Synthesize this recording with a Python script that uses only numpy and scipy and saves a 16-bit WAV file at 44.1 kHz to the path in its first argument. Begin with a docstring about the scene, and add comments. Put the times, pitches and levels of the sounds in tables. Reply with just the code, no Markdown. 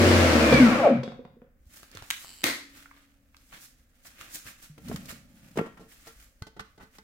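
"""A cordless lawnmower runs down in a tiled garage: its spinning blade whirrs through the air, the
motor brakes with falling whines, and the blade rocks to rest with a few knocks.
The switch lever clicks, creaks on its spring and snaps back against the ringing steel handle.
Clothes rustle as someone leans over, lifts the plastic battery lid and grips a battery."""
import sys
import numpy as np
from scipy import signal
from scipy.fft import rfft, irfft, next_fast_len
from scipy.io import wavfile

SR = 44100
rng = np.random.default_rng(int(sys.argv[2]) if len(sys.argv) > 2 else 0)


def inscribe(sig):
    """Save sig as 16-bit PCM at rate SR to the path in sys.argv[1].

    A 1-D sig is mono; a 2-D sig holds one channel per row.
    Samples are clipped to [-1, 1] before scaling.
    """
    pcm = np.round(np.clip(np.atleast_2d(sig).T, -1, 1) * 32767)
    wavfile.write(sys.argv[1], SR, pcm.astype(np.int16))


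N = 310023
TIME = np.arange(N) / SR

# Levels in the tables are relative: each function sets the overall loudness of its sound.
# how long the garage echoes: (pitch [Hz], time to fade by 60 dB [s])
ECHO_TIMES = [(100, 0.99), (400, 0.34), (2000, 0.43), (6000, 0.44), (15000, 0.32)]
# how alike left and right are: (pitch [Hz], likeness [1 = the same, 0 = unrelated])
STEREO_LIKENESS = [(80, 0.9), (260, 0.92), (520, 0.88), (1000, 0.16), (2500, -0.062), (12000, -0.0058)]

# the tone colour of the echo and of each noise: (pitch [Hz], level [dB])
ECHO_COLOUR = [(80, -9.5), (300, -6), (1000, 3), (4000, 2.5), (15000, 0.5)]
BACKGROUND_COLOUR = [(12, -34), (20, 4), (55, 2), (167, -14), (255, -6.5), (387, -27.5), (542, -17),
                     (922, -31.5), (1660, -24), (3840, -41.5), (7510, -40.5), (9130, -44), (16000, -33)]
CLOTH_COLOUR = [(180, -2), (300, 2.5), (405, -15), (502, -5.5), (667, -6.5), (1010, -9.5), (1170, -2),
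                (1840, 0.5), (4510, -6.5), (7310, -7), (10700, -10), (14900, -9.5), (16000, -14)]
HAND_DRAG_COLOUR = [(41, -14), (70, 0), (87, -13), (118, 1.5), (250, 3), (474, -34), (545, -7.5),
                    (593, -19), (900, -21), (1170, -58), (1980, -120)]
WIRE_CHATTER_COLOUR = [(59, -41.5), (100, -12.5), (177, -16), (308, 4.5), (406, -13), (546, -7),
                       (801, -15.5), (1280, -9), (1700, -7.5), (1950, -1.5), (2800, -15), (4280, -9.5),
                       (5300, -15), (15000, -21.5), (16000, -32)]
BRAKE_RASP_COLOUR = [(500, -43), (1100, -10), (1320, 1), (1700, -14.5), (2150, -8), (2350, 2.5),
                     (2600, -15.5), (3100, -21.5), (8000, -50.5)]
BLADE_AIR_COLOUR = [(59, -28), (100, -17), (119, -6.5), (193, -10.5), (234, 3), (289, -6), (321, 0.5),
                    (397, -13.5), (513, -2.5), (735, -10.5), (784, -13), (2040, -14.5), (3320, -20.5),
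                    (4760, -21), (16000, -40.5)]

# things that knock: (time [s], bass [dB], middle [dB], treble [dB], fade time [s])
SMALL_TICKS = [(1.831, -60, -50.5, -54, 0.0022), (1.915, -62, -69, -53.5, 0.0015),
               (1.95, -48.5, -67, -47, 0.0033), (1.972, -56, -44.5, -47, 0.0012),
               (2.023, -48, -49.5, -51, 0.002), (2.246, -63, -48, -73, 0.00044),
               (2.858, -80, -46.5, -101.5, .002), (2.912, -86.5, -44.5, -99, 0.0018),
               (3.345, -91.5, -54.5, -70, 0.0024), (3.367, -97, -60, -54.5, 0.0018),
               (3.526, -56.5, -47, -59, 0.006), (4.053, -68, -51, -69, 0.0045),
               (4.211, -87.5, -41.5, -48, 0.0016)]  # a hand's grip, and grit under shoes
LID_HITS = [(4.779, -46.5, -53.5, -58.5, 0.0064), (4.882, -56, -49.5, -46.5, 0.0075),
            (4.897, -35.5, -68, -69, 0.0028), (4.914, -29, -44, -61, 0.0036), (4.96, -70, -41, -43, 0.0035),
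            (5.056, -48, -63, -47.5, 0.0054), (5.125, -44.5, -81, -52, 0.0042),
            (5.558, -36, -48, -52, 0.023), (5.573, -26, -35.5, -42.5, 0.0052),
            (5.586, -26, -26.5, -49, 0.0069), (5.593, -23.5, -41, -55, 0.0028),
            (5.612, -28.5, -49, -58, 0.0029), (5.66, -40, -47.5, -58.5, 0.013),
            (5.772, -56, -49, -62, 0.012), (5.796, -42.5, -53, -57.5, 0.036), (6.07, -49, -47, -48, 0.015)]  # fingers and lid hit the housing
BATTERY_HITS = [(6.422, -48.5, -45, -43.5, 0.0022), (6.467, -50.5, -50.5, -49.5, 0.0084),
                (6.565, -44.5, -53.5, -59, 0.01), (6.594, -50, -35, -44.5, 0.0064),
                (6.604, -49, -55, -45.5, 0.0057), (6.777, -54, -59, -61, 0.0085),
                (6.797, -51.5, -45.5, -59.5, 0.029), (6.83, -48.5, -65, -58, 0.011),
                (6.984, -52.5, -52.5, -50.5, 0.004)]  # the battery shifts in its slot
LEVER_HITS = [(2.1037, -54, -31, -28, .001), (2.1087, -54, -31, -30, .0016),
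              (2.4405, -35, -20.5, -22, .0014)]  # the lever unlatches, then slams home
BLADE_HITS = [(.524, -16, -21, -25, 0.0096), (.541, -18.5, -39, -23.5, 0.0025),
              (1.033, -36.5, -39, -39.5, 0.0061), (1.078, -33.5, -42, -55, 0.0015),
              (1.12, -40.5, -47, -57, 0.0018), (1.192, -41, -58, -80, 0.003),
              (1.251, -46, -50.5, -62, 0.0029), (1.367, -52, -88, -90, .003),
              (1.418, -52.5, -56.5, -79, 0.002)]  # the brake jolts the slack drive, then the blade rocks

# the notes a struck part rings with: (pitch [Hz], level [dB], time to fade by 60 dB [s])
LID_NOTES = [(187, -1, 0.099), (259, -1, 0.22), (376, -31, .07), (456.5, 6.5, 0.19), (1095, -3, 0.27),
             (1262, -5, 0.19), (1366, 8.5, .17), (1900, 9, 0.12), (3200, 5, 0.35)]
BATTERY_NOTES = [(208.5, 0.5, 0.16), (330, -13, 0.22), (443, 3, 0.17), (890, 2.5, 0.077), (1340, -11, 0.17),
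                 (1517, 7.5, 0.15), (2050, 6.5, 0.058), (3180, 0.5, 0.18), (4350, -9, 0.14)]
SPRING_NOTES = [(3090, -7.5, 0.012), (4570, -1.5, .003), (7700, -1.5, 0.0078), (8300, -21, .004)]
LATCH_NOTES = [(3627, -9.5, 0.01), (4020, 8, 0.0078)]
HANDLE_NOTES = [(280, -13.5, 2.44), (342, -17.5, 0.8), (1920, -15.5, .45), (2300, -13, .2),
                (2740, -28, 0.37), (4662, -7.5, .28), (4926, -19, .2)]
BLADE_NOTES = [(140, -4, 0.24), (252, 9.5, 0.1), (502, 7, 0.12), (539, 8, 0.17), (734.6, 0.5, .07),
               (3600, -7, .3), (3400, -0.5, 0.28), (3795, 0.5, 0.27), (3670, 3, 0.27), (4788, -2, .5)]  # the steel blade and the deck, the plastic shell around it

# strokes of cloth or of a sole: (peak time [s], length [s], scuff level [dB], swish level [dB])
CLOTH_STROKES = [(1.77, 0.34, -57, -55.5), (1.972, 0.24, -50, -68), (2.18, 0.71, -60.5, -53),
                 (2.78, 0.3, -54.5, -58.5), (2.98, 0.22, -61.5, -73), (3.457, 0.31, -73, -65),
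                 (3.548, 0.12, -47, -58.5), (3.625, 0.17, -62, -52.5), (4.068, 0.1, -52.5, -50.5),
                 (4.212, 0.31, -48.5, -56), (4.349, 0.12, -50, -41.5), (4.474, 0.15, -45.5, -48),
                 (4.639, 0.14, -56, -55), (4.921, 0.36, -52, -54), (5.098, 0.12, -45, -47.5),
                 (5.433, 1, -66.5, -68.5), (5.921, 0.21, -61, -62), (6.062, 0.3, -56.5, -58.5),
                 (6.214, .2, -63.5, -59.5), (6.826, 0.15, -67, -72), (6.946, .13, -62, -65.5)]
# soft bumps of a palm and its grip: (time [s], level [dB], pitch [Hz], fade time [s])
HAND_THUDS = [(1.604, -53, 60.1, 0.026), (1.666, -45, 64, 0.011), (1.953, -45, 97, 0.024),
              (2.02, -40, 96, 0.0077), (4.455, -46, 109.5, 0.015), (4.698, -44, 150.4, 0.032),
              (4.943, -23, 182, 0.0055), (6.161, -50.5, 48, .04), (6.419, -27, 97.3, 0.0048)]
# the hand drags on the hollow lid: (peak time [s], length [s], level [dB])
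HAND_DRAGS = [(4.475, 0.23, -65), (4.919, 0.37, -35.5), (5.144, 0.55, -52), (5.47, 0.89, -52.5)]
# the lever's spring sticks and slips: (time [s], rate [slips per second])
SPRING_SLIPS = [(2.225, 160), (2.244, 147), (2.29, 83), (2.32, 114), (2.359, 220), (2.427, 93)]

# the blade's shaft slows down: (time [s], speed [turns per second])
SHAFT_SPEED = [(0, 91), (.15, 89.8), (.33, 80.2), (.48, 72.8), (.58, 69.5), (.62, 64.5), (.68, 54.4),
               (.76, 40.2), (.83, 30), (.862, 23.7), (.905, 11.4), (.96, 6.26), (1.03, 2.76)]
# tones of the turning parts: (pitch [multiple of the shaft speed], level [dB])
BLADE_TONES = [(1, -24), (2, -38), (3, -31.5), (4, -25.5), (6, -38)]  # out-of-balance shake and the passing blade
MOTOR_TONES = [(2, -41.5), (16, -43), (24, -36), (33, -36.5), (48, -45)]  # slots in the motor
# pitches that the deck makes louder: (pitch [Hz], width [Hz], level [dB])
DECK_RESONANCES = [(134, 12, 13.5), (244.3, 24, 20.5), (558, 63, 22.5), (683, 51, 16), (1096, 39, 11),
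                   (1310, 130, 11), (2350, 300, 15.5)]
# the brake briefly bites harder: (peak time [s], length [s], added pull [dB])
BRAKE_BITES = [(0.562, 0.23, 5), (0.861, 0.075, 8.5), (0.914, .05, -1)]


def amp(db):
    """Turns decibels into a gain to multiply by."""
    return 10 ** (np.asarray(db) / 20)


def unit_level(x):
    """Scales a signal to an average (rms) level of 1."""
    return x / np.sqrt(np.mean(x ** 2) + 1e-20)


def look_up(table, hz):
    """Reads a table at any pitch, sliding between its rows."""
    pitches, values = np.transpose(table)
    return np.interp(np.log(hz + 1), np.log(pitches + 1), values)


def add(mix, start, sound):
    """Mixes a sound in at a start time in seconds."""
    part = mix[:, round(start * SR):][:, :sound.shape[1]]
    part += sound[:, :part.shape[1]]


def ramp(start, length):
    """Rises from 0 to 1 over the given time."""
    return np.clip((TIME - start) / length, 0, 1)


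def stroke(peak, length):
    """Gain of one stroke or pull: it swells, peaks and fades a little more slowly."""
    rise_share, depth_db, roundness = 0.41, 26.5, 1.17
    away = np.maximum((peak - TIME) / rise_share, (TIME - peak) / (1 - rise_share)) / length
    return amp(-depth_db * np.minimum(away, 10) ** roundness)


def waver(rate_hz, count=N):
    """A smooth random wobble around zero."""
    points = rng.standard_normal(count // 16)
    return unit_level(np.interp(TIME[:count] * rate_hz, np.arange(len(points)), points))


def below(hz, edge_hz):
    """Gain that keeps pitches below the edge; swap the arguments to keep those above it."""
    return 1 / np.sqrt(1 + ((hz + 1) / (edge_hz + 1)) ** 6)


def stereo(x, colour=lambda hz: 1):
    """Colours two unrelated signals and makes them alike in the bass, like sound in a room."""
    size = next_fast_len(x.shape[1])
    hz = np.fft.rfftfreq(size, 1 / SR)
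    first, second = rfft(x, size)
    likeness = look_up(STEREO_LIKENESS, hz)
    mid = first * np.sqrt((1 + likeness) / 2)
    side = second * np.sqrt((1 - likeness) / 2)
    return irfft(np.array([mid + side, mid - side]) * colour(hz), size)[:, :x.shape[1]]


def noise(colour, shape=lambda hz: 1):
    """Steady stereo noise with the given tone colour."""
    white = rng.standard_normal((2, N))
    return unit_level(stereo(white, lambda hz: amp(look_up(colour, hz)) * shape(hz)))


def click(colour, size=2048):
    """A click with the given tone colour and no sound ahead of its start."""
    log_gain = np.log(amp(look_up(colour, abs(np.fft.fftfreq(size, 1 / SR)))))
    return np.fft.ifft(np.exp(np.conj(signal.hilbert(log_gain)))).real


def knocks(hits, gain_db, sub_db, hard_db, top_db, grit, size=4096):
    """Each knock is a push plus a gritty scrape, coloured by how hard and hollow the spot is."""
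    out, t = np.zeros((2, N)), np.arange(size) / SR
    push = np.exp(-t / 0.00009)
    for start, bass_db, middle_db, treble_db, fade in hits:
        scrape = stereo(rng.standard_normal((2, size))) * np.exp(-t / fade) * (1 - np.exp(-5 * t / fade))
        force = np.sqrt(grit) * scrape / np.linalg.norm(scrape[0]) + np.sqrt(1 - grit) * push / push.sum()
        colour = [(50, bass_db + sub_db), (170, bass_db), (480, bass_db - 2),
                  (1150, middle_db - 6 - hard_db), (2200, middle_db - 9 + hard_db),
                  (4200, treble_db - 8), (15000, treble_db + top_db)]
        add(out, start, signal.fftconvolve(force, click(colour)[None], axes=1))
    return amp(gain_db) * out


def ring(x, notes, gain_db):
    """A part shaken by x rings with its own fading notes."""
    t = np.arange(SR) / SR
    response = sum(amp(db - 60 * t / fade) * np.sin(2 * np.pi * hz * t) / np.sqrt(fade)
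                   for hz, db, fade in notes)
    return amp(gain_db) * signal.fftconvolve(x, response[None], axes=1)[:, :N]


def garage(x, echo_db):
    """Adds scattered echoes from the walls; the bass lasts longest."""
    t = np.arange(SR * 3 // 4) / SR
    bounces = rng.standard_normal((2, len(t))) * (rng.random((2, len(t))) < .12) * (t > .005)
    hz, age, bands = signal.stft(bounces, SR, nperseg=256)
    fade = amp(-60 * age / look_up(ECHO_TIMES, hz)[:, None])
    echo = signal.istft(bands * fade, SR, nperseg=256)[1]
    echo = stereo(echo / np.linalg.norm(echo[0]), lambda hz: amp(look_up(ECHO_COLOUR, hz)))
    return x + amp(echo_db) * signal.fftconvolve(x, echo, axes=1)[:, :N]


def background():
    """A faint, steady rumble and hiss."""
    return amp(-63.5) * noise(BACKGROUND_COLOUR)


def clothes_and_shoes():
    """Cloth swishes and soles scuff in clumps of fine grains, with a few separate ticks."""
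    stir = ramp(1.96, .05) * amp(-2.5 * waver(15))  # the clothes never quite rest between strokes
    scuff_gain, swish_gain = amp(-78) * stir, amp(-80) * stir
    for peak, length, scuff_db, swish_db in CLOTH_STROKES:
        swell = stroke(peak, length)
        scuff_gain += amp(scuff_db) * swell
        swish_gain += amp(swish_db) * swell
    scuff = amp(-1.5) * scuff_gain * noise(CLOTH_COLOUR, lambda hz: below(hz, 4170))
    swish = amp(1.5) * swish_gain * noise(CLOTH_COLOUR, lambda hz: below(4730, hz))
    clumps = amp(1.8 * waver(70))
    ticks = knocks(SMALL_TICKS, gain_db=42, sub_db=4, hard_db=-1.5, top_db=-24, grit=0.82)
    grains = scuff * amp(3 * waver(600)) + swish * amp(2.2 * waver(1100))
    return garage(grains * clumps + ticks, echo_db=-8) * amp([[-.8], [.8]])  # a little to the right


def hand_thuds():
    """Soft pushes of the hand make low tones that die within a few swings."""
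    out, t = np.zeros((2, N)), np.arange(SR // 4) / SR
    onset = 1 - np.exp(-t / 0.0019)
    for start, db, hz, fade in HAND_THUDS:
        thud = amp(db) * np.sin(2 * np.pi * hz * t) * np.exp(-t / fade) * onset
        add(out, start, thud[None])
    return amp(3.5) * out


def lid_and_battery():
    """The hand drags on the lid, flips it open against its stop and takes hold of the battery."""
    lid = knocks(LID_HITS, gain_db=41.5, sub_db=-17, hard_db=-1, top_db=-18, grit=0.88)
    battery = knocks(BATTERY_HITS, gain_db=40.5, sub_db=0.5, hard_db=-1.5, top_db=-28, grit=0.97)
    battery *= amp([[-.7], [.7]])  # a little to the right
    pressure = sum(amp(db) * stroke(peak, length) for peak, length, db in HAND_DRAGS)
    drag = pressure * noise(HAND_DRAG_COLOUR) * amp(waver(45) - 2.5)
    ringing = ring(lid, LID_NOTES, gain_db=-61.5) + ring(battery, BATTERY_NOTES, gain_db=-53.5)
    return garage(lid + battery + ringing, echo_db=-13) + drag


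def spring_creak():
    """The spring sticks and slips; each slip rings it, and faster slips are weaker."""
    times, rates = np.transpose(SPRING_SLIPS)
    rate = np.interp(TIME, times, rates) * amp(0.8 * waver(150))
    slip_count = np.floor(np.cumsum(rate) / SR)
    moving = (TIME > times[0]) & (TIME < times[-1])
    slips = np.diff(slip_count, prepend=0) * moving * (rates.min() / rate) ** 1.63
    return ring(np.array([slips, slips]), SPRING_NOTES, gain_db=-58)


def wire_chatter():
    """The lever's wire bar rattles on the handle for a moment, then dies away."""
    start_s, hold_s, fade_db_per_s = 2.433, 0.045, 253
    level_db = -27 - fade_db_per_s * np.maximum(TIME - start_s - hold_s, 0)
    return ramp(start_s, 0.0094) * noise(WIRE_CHATTER_COLOUR) * amp(level_db + 2 * waver(500))


def switch_lever():
    """The lever unlatches, creaks and slams home, which sets the steel handle ringing."""
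    snaps = knocks(LEVER_HITS, gain_db=41, sub_db=-16, hard_db=5.5, top_db=-16, grit=0.69)
    latch = snaps + ring(snaps, LATCH_NOTES, gain_db=-57.5)
    chatter = wire_chatter()
    handle = ring(latch + chatter, HANDLE_NOTES, gain_db=-60.5)
    return garage(latch, echo_db=-10) + garage(chatter + spring_creak() + handle, echo_db=-4.5)


def rocking_blade():
    """Knocks in the drive ring the deck and the steel blade."""
    hits = knocks(BLADE_HITS, gain_db=40, sub_db=-29.5, hard_db=-3.5, top_db=-41.5, grit=0.55)
    return garage(hits + ring(hits, BLADE_NOTES, gain_db=-53), echo_db=-5)


def deck_gain(hz, strength):
    """The deck boosts any pitch that lies near one of its resonances."""
    return 1 + strength * sum(amp(db) / (1 + ((hz - centre) / (width / 2)) ** 2)
                              for centre, width, db in DECK_RESONANCES)


def through_deck(x):
    """A sliding tone sets each deck resonance ringing as it passes."""
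    t = np.arange(SR // 3) / SR
    response = sum(amp(db) * 2 * np.pi * width / SR * np.exp(-np.pi * width * t)
                   * np.cos(2 * np.pi * hz * t) for hz, width, db in DECK_RESONANCES)
    return amp(-6.5) * x + signal.oaconvolve(x, response[None], axes=1)[:, :N]


def shaft_tone(multiple, speed, rough):
    """A tone that follows the shaft until it stops; the higher it is, the more it blurs into noise."""
    hz = multiple * speed[TIME < SHAFT_SPEED[-1][0]]
    blur = np.clip(rough * hz / 1000, 0, .85)
    turn = np.exp(2j * np.pi * np.cumsum(hz) / SR)
    flutter = np.array([waver(130, len(hz)) + 1j * waver(130, len(hz)) for side in range(2)])
    tone = np.sqrt(2 * (1 - blur)) * turn.real + np.sqrt(blur) * stereo((flutter * turn).real)
    return np.pad(tone, ((0, 0), (0, N - len(hz))))


def motor_whine(speed, pull):
    """The motor's slots whine through the deck, louder as the brake pulls harder."""
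    slots = sum(amp(db) * below(k * speed, 2600) * below(135, k * speed) * shaft_tone(k, speed, rough=.35)
                for k, db in MOTOR_TONES)
    return through_deck(pull * slots)


def motor_groan(speed):
    """The motor's magnetic pull, four times a turn, grabs the deck, sags and lets go."""
    start_s, end_s, edge_s, sag_db_per_s = .593, .702, 0.014, 65.5
    grab = ramp(start_s, edge_s) * (1 - ramp(end_s - edge_s, edge_s))
    level_db = -10.5 - sag_db_per_s * np.maximum(TIME - start_s, 0)
    return grab * amp(level_db) * shaft_tone(4, speed, rough=.04)


def blade_hum(speed, pace):
    """The slightly unbalanced blade hums, fading fast as it slows."""
    return pace ** 4.2 * sum(
        amp(db) * deck_gain(k * speed, strength=0.096) * shaft_tone(k, speed, rough=0.49 * (k - 1))
        for k, db in BLADE_TONES)


def blade_air(pace):
    """Churned air roars and the blade tips hiss; the hiss fades first."""
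    roar = noise(BLADE_AIR_COLOUR, lambda hz: below(hz, 3000) * deck_gain(hz, strength=0.012))
    hiss = noise(BLADE_AIR_COLOUR, lambda hz: below(3000, hz))
    return amp(-19) * pace ** 0.92 * roar + amp(-31) * pace ** 1.68 * hiss


def mower():
    """The blade runs down while the electric brake comes on, whining and rasping in the motor."""
    speed = np.interp(TIME, *np.transpose(SHAFT_SPEED))
    pace = speed / speed[0]  # 1 at full speed
    turning = 1 - ramp(SHAFT_SPEED[-1][0] - .03, 0.032)
    brake = amp(-15 + 10 * ramp(start=0.29, length=0.61))
    bite = 1 + sum(amp(db) * stroke(peak, length) for peak, length, db in BRAKE_BITES)
    hum = blade_hum(speed, pace)
    motor = motor_whine(speed, pull=turning * brake * bite) + motor_groan(speed)
    air = blade_air(pace)
    rasp = amp(-28) * brake * bite ** .6 * pace ** 0.63 * noise(BRAKE_RASP_COLOUR)
    chop = 1 + 0.17 * np.cos(4 * np.pi * np.cumsum(speed) / SR)  # two tips pass the chute each turn
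    whirr = turning * (hum + chop * (air + rasp))
    return garage(whirr + motor, echo_db=-9) * amp([[.8], [-.8]])  # a little to the left


def scene():
    """Everything in the quiet garage."""
    machine = mower() + rocking_blade() + switch_lever()
    person = lid_and_battery() + hand_thuds() + clothes_and_shoes()
    return machine + person + background()


def record(dry):
    """Cuts away the very highest treble."""
    low_pass = signal.firwin(511, cutoff=16050, window=("kaiser", 9), fs=SR)
    return signal.oaconvolve(dry, low_pass[None], "same")


dry = scene()
out = record(dry)
inscribe(out)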